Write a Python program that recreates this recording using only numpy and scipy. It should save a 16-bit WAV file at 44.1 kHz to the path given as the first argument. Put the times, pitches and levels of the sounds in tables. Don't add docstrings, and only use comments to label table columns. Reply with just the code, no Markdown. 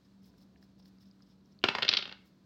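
import sys
import numpy as np
from scipy import signal
from scipy.fft import rfft, irfft, next_fast_len
from scipy.io import wavfile
from scipy.ndimage import map_coordinates

SR = 44100
rng = np.random.default_rng(int(sys.argv[2]) if len(sys.argv) > 2 else 0)


def gain_from_db(level_db):
    decades = np.asarray(level_db, float) / 20
    return 10 ** decades


def digitize_waveform(pressure):
    field = np.atleast_2d(pressure).T
    bounded = np.clip(field, -1, 1)
    quanta = np.round(bounded * 32767).astype(np.int16)
    wavfile.write(sys.argv[1], SR, quanta)


N = 108353


def unit(x):
    return x / np.sqrt(np.mean(x ** 2) + 1e-20)


def along(points, hz):
    f, v = np.transpose(points)
    return np.interp(np.log(hz + 1), np.log(f + 1), v, left=v[0], right=v[-1])


def wobble(rate):
    knots = rng.standard_normal(int(N * rate / SR) + 4)
    return map_coordinates(knots, [np.arange(N) * rate / SR])


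def noise(spectrum, size):
    m = next_fast_len(size + 4096)
    colour = gain_from_db(along(spectrum, np.fft.rfftfreq(m, 1 / SR)))
    return unit(irfft(rfft(rng.standard_normal(m)) * colour, m)[:size])


def add(track, x, s):
    part = track[round(s * SR):][:len(x)]
    part += x[:len(part)]


def soft_start(t, rise_s):
    return 1 - np.exp(-(t / rise_s) ** 2)


# time in seconds, click level in dB, click pitch in Hz, knock level in dB.
CONTACTS = [(1.6408, -9, 3050, -8.5), (1.6877, -10.5, 3060, -14), (1.7519, -21, 3530, -18),
            (1.786, -27.5, 3340.0, -20), (1.8244, -12.5, 3250, -23), (1.8304, -11.5, 3330, -22),
            (1.8445, -37.5, 3580.0, -44), (1.8503, -22, 3120.0, -24), (1.8824, -14, 3440, -33),
            (1.8909, -3.5, 3870, -20.5), (1.9157, -17, 3490.0, -32.5), (1.9294, -17.5, 3430.0, -26),
            (1.9379, -9.0, 3670, -26.5), (1.949, -20, 3560, -29.5), (1.9709, -10, 3720, -31.5),
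            (1.974, -13.5, 3640, -28), (1.989, -23, 3800, -28.5), (1.9938, -24, 3280, -48),
            (2.0028, -38, 3380, -61), (2.0266, -22, 3350, -36), (2.0559, -28, 2980.0, -34),
            (2.0777, -40, 3040.0, -36.5), (2.0952, -31, 3140, -40), (2.1156, -42, 3100, -39),
            (2.1257, -30.5, 3600, -39)]
# delay in ms, signed gain; the strongest is the direct path.
PATHS = [(-1.6, -.5), (-.8, -.2), (0, 1.05), (.45, .22), (1.1, -.28), (1.9, .45), (2.95, -.32), (3.8, .15),
         (4.7, .24), (6.5, .08)]
# pitch in Hz, level in dB, 60 dB decay time in seconds.
TABLE_MODES = [(80, -29.5, 0.067), (129, -26.5, 0.075), (232, -25, 0.09), (385.4, -19, 0.045),
               (544.4, -17.5, 0.03), (662, -19.5, .02), (797, -16.5, 0.025), (984, -7, 0.0057),
               (1400, -10.5, 0.023), (1816, -13.5, .018), (2168, -9.5, 0.028), (2810, -17, .012),
               (4800, -10, 0.0084)]
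# frequency in Hz, level in dB.
GRAIN = [(60, -120), (150, -8), (500, -1.5), (1300, 1), (2200, -2.5), (3800, -15), (5100, -11), (7500, -28)]
# frequency in Hz, level in dB.
EDGE = [(5000, -120), (6500, -18.5), (8000, -34), (10500, -41.5), (12300, -29.5), (15600, -34.5),
        (15900, -120)]
LEAD_S = 1 / 200


def click(t, click_db, hz):
    delay, gain = np.transpose(PATHS)
    direct = np.argmax(gain)
    side = delay != delay[direct]
    scatter_ms = .06 * side * rng.standard_normal(len(delay))
    when = LEAD_S + (delay + scatter_ms) / 1000
    size = gain * gain_from_db(2 * side * rng.standard_normal(len(delay)))
    cycles = (t - when[:, None]) * hz
    pulses = -np.cos(2 * np.pi * cycles) * np.exp(-.5 * (cycles / .58) ** 2)
    clutter = gain_from_db(-60 * t / .016) * rng.standard_normal(len(t)) ** 3
    clutter = clutter / np.linalg.norm(clutter)
    spray = signal.fftconvolve(pulses[direct], clutter)[:len(t)]
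    return gain_from_db(click_db) * size @ pulses + gain_from_db(click_db - 10.5) * spray


def knock(k, knock_db):
    mode_hz, mode_db, t60 = np.transpose(TABLE_MODES)[:, :, None]
    levels = mode_db + 1.8 * rng.standard_normal(mode_db.shape)
    pitch = mode_hz * (1 + .012 * rng.standard_normal(mode_db.shape))
    sign = (-1) ** np.arange(1, len(TABLE_MODES) + 1)[:, None]
    modes = sign * gain_from_db(levels - 60 * k / t60) * np.sin(2 * np.pi * pitch * k)
    grain = gain_from_db(-11 - 60 * k / .039) * noise(GRAIN, len(k))
    return gain_from_db(knock_db) * soft_start(k, .0005) * (np.sum(modes, 0) + grain)


def crack(k, click_db, knock_db):
    edge_db = click_db + .65 * (knock_db - click_db) - 38
    return gain_from_db(edge_db - 60 * k / .019) * (k > 0) * noise(EDGE, len(k))


def dice():
    out, bright = np.zeros(N), np.zeros(N)
    t = np.arange(SR // 12) / SR
    k = np.maximum(t - LEAD_S + .0017, 0)
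    for s, click_db, hz, knock_db in CONTACTS:
        tap = click(t, click_db, hz)
        thud = knock(k, knock_db)
        add(out, tap + thud, s - LEAD_S)
        add(bright, crack(k, click_db, knock_db), s - LEAD_S)
        add(out, room(gain_from_db(-11.5) * tap + gain_from_db(-7) * thud), s - LEAD_S)
    mic = np.vstack([signal.butter(6, 6960, fs=SR, output='sos'),
                     signal.butter(3, 88, 'high', fs=SR, output='sos')])
    return signal.sosfilt(mic, out) + bright + gain_from_db(-14) * room(bright)[:N]


# frequency in Hz, 60 dB decay time in seconds.
ROOM = [(150, 0.2), (600, .3), (2000, 0.41), (5000, 0.32), (12000, 0.28)]


def room(x):
    hz, t, z = signal.stft(rng.standard_normal(SR // 3), SR, nperseg=256)
    decay = gain_from_db(-60 * t / along(ROOM, hz)[:, None])
    tail = signal.istft(z * decay, SR, nperseg=256)[1]
    late = np.pad(x, (round(.003 * SR), 0))
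    return signal.fftconvolve(late, tail / np.linalg.norm(tail))


# centre in seconds, length in seconds, skin rustle level in dB, cloth hiss level in dB.
STROKES = [(0.056, 0.021, -71.5, -95), (0.266, 0.078, -69, -75), (0.408, .07, -71, -78),
           (0.579, 0.016, -69.5, -90), (0.633, 0.045, -73, -77.5), (0.799, .03, -65, -81.5),
           (0.832, .02, -66, -90), (0.871, 0.048, -67, -74.5), (1.023, 0.039, -66.5, -76),
           (1.074, 0.043, -71, -84), (1.228, 0.017, -66, -87), (1.302, .08, -72.5, -89),
           (1.466, 0.036, -79, -90.5), (1.525, 0.017, -69, -88), (2.275, .05, -76, -75.5)]
# frequency in Hz, level in dB.
RUSTLE = [(1500, -120), (2500, -21.5), (3500, -6), (4500, -7.5), (5200, 1.5), (5800, -9.5), (7000, -24),
          (9000, -120)]
# frequency in Hz, level in dB.
HISS = [(800, -120), (1500, -3), (3500, -3), (7000, -5), (10000, -9), (13000, -4), (15700, -1.5)]
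# start in seconds, peak level in dB, pitch in Hz.
TICKS = [(0.34, -63, 1580), (.3825, -61, 5450), (0.415, -60.5, 4140), (0.5607, -59.5, 1770),
         (0.5592, -61.5, 2720), (0.575, -68, 4800), (0.627, -57, 5060), (.6275, -56.5, 1700),
         (0.799, -58, 830), (.8575, -56.5, 4530), (0.8568, -61, 1720), (0.9848, -61, 5000),
         (0.985, -68, 2010), (1.008, -69, 3500), (1.032, -67, 1880), (1.1124, -54.5, 4800),
         (1.2055, -58.5, 1250), (1.2224, -53, 5100), (1.41, -68, 4000), (1.458, -63, 5600),
         (1.5234, -62.5, 5600), (1.5899, -51, 4230), (1.6167, -59, 2800), (1.63, -50, 2870)]


def hand():
    t = np.arange(N) / SR
    s, length, skin_db, cloth_db = np.transpose(STROKES)[:, :, None]
    shape = np.exp(-(2 * (t - s) / length) ** 4)
    skin = unit(gain_from_db(3.35 * wobble(120.08)) * noise(RUSTLE, N))
    out = np.sum(shape * gain_from_db(skin_db - 4.5), 0) * skin
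    cloth = unit(gain_from_db(2.7 * wobble(120)) * noise(HISS, N))
    out = out + np.sum(shape * gain_from_db(cloth_db), 0) * cloth
    k = t[:SR // 20]
    for s, db, hz in TICKS:
        ring = np.sin(2 * np.pi * hz * k + .48 * wobble(900)[:len(k)])
        add(out, gain_from_db(db + 4 - 60 * k / .008) * soft_start(k, .0003) * ring, s)
    return out


# time in seconds, level in dB.
STIR = [(0, -77), (.2, -74.5), (.3, -72), (.45, -74), (.57, -71), (.7, -73.5), (.9, -74), (1.15, -74.5),
        (1.5, -75), (2.45, -74.5)]
# frequency in Hz, level in dB.
LOW_AIR = [(15, -59), (30, -32.5), (60, -6), (110, -7.5), (200, -2.5), (330, -10.5), (480, -17.5),
           (1000, -26), (1300, -61.5), (2200, -120)]
# frequency in Hz, level in dB.
HIGH_AIR = [(590, -36), (1000, -1.5), (1660, -4.5), (2000, -8.5), (2190, -9), (3030, -10), (4280, -4.5),
            (10100, -25.5), (15800, -22.5)]
# pitch in Hz, level in dB, level waver in dB, phase wander in radians.
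HUM = [(120, -77, 1.5, .3), (192, -64.5, 3, .7), (285, -77, 3.5, 1.5)]


def air():
    t = np.arange(N) / SR
    low_db = np.interp(t, *np.transpose(STIR)) + 9 + .8 * wobble(5)
    out = gain_from_db(low_db) * noise(LOW_AIR, N)
    out = out + gain_from_db(-77.5 + 1.1 * wobble(12)) * noise(HIGH_AIR, N)
    for hz, db, waver_db, wander in HUM:
        level = np.sqrt(2) * gain_from_db(db + waver_db * wobble(11))
        out = out + level * np.sin(2 * np.pi * hz * t + wander * wobble(15))
    return out


def scene():
    return (dice() + hand() + air())[None]


def band_limit(x):
    return signal.sosfilt(signal.butter(12, 16260, fs=SR, output="sos"), x)


def record(dry):
    return band_limit(dry)


dry = scene()
out = record(dry)
digitize_waveform(out)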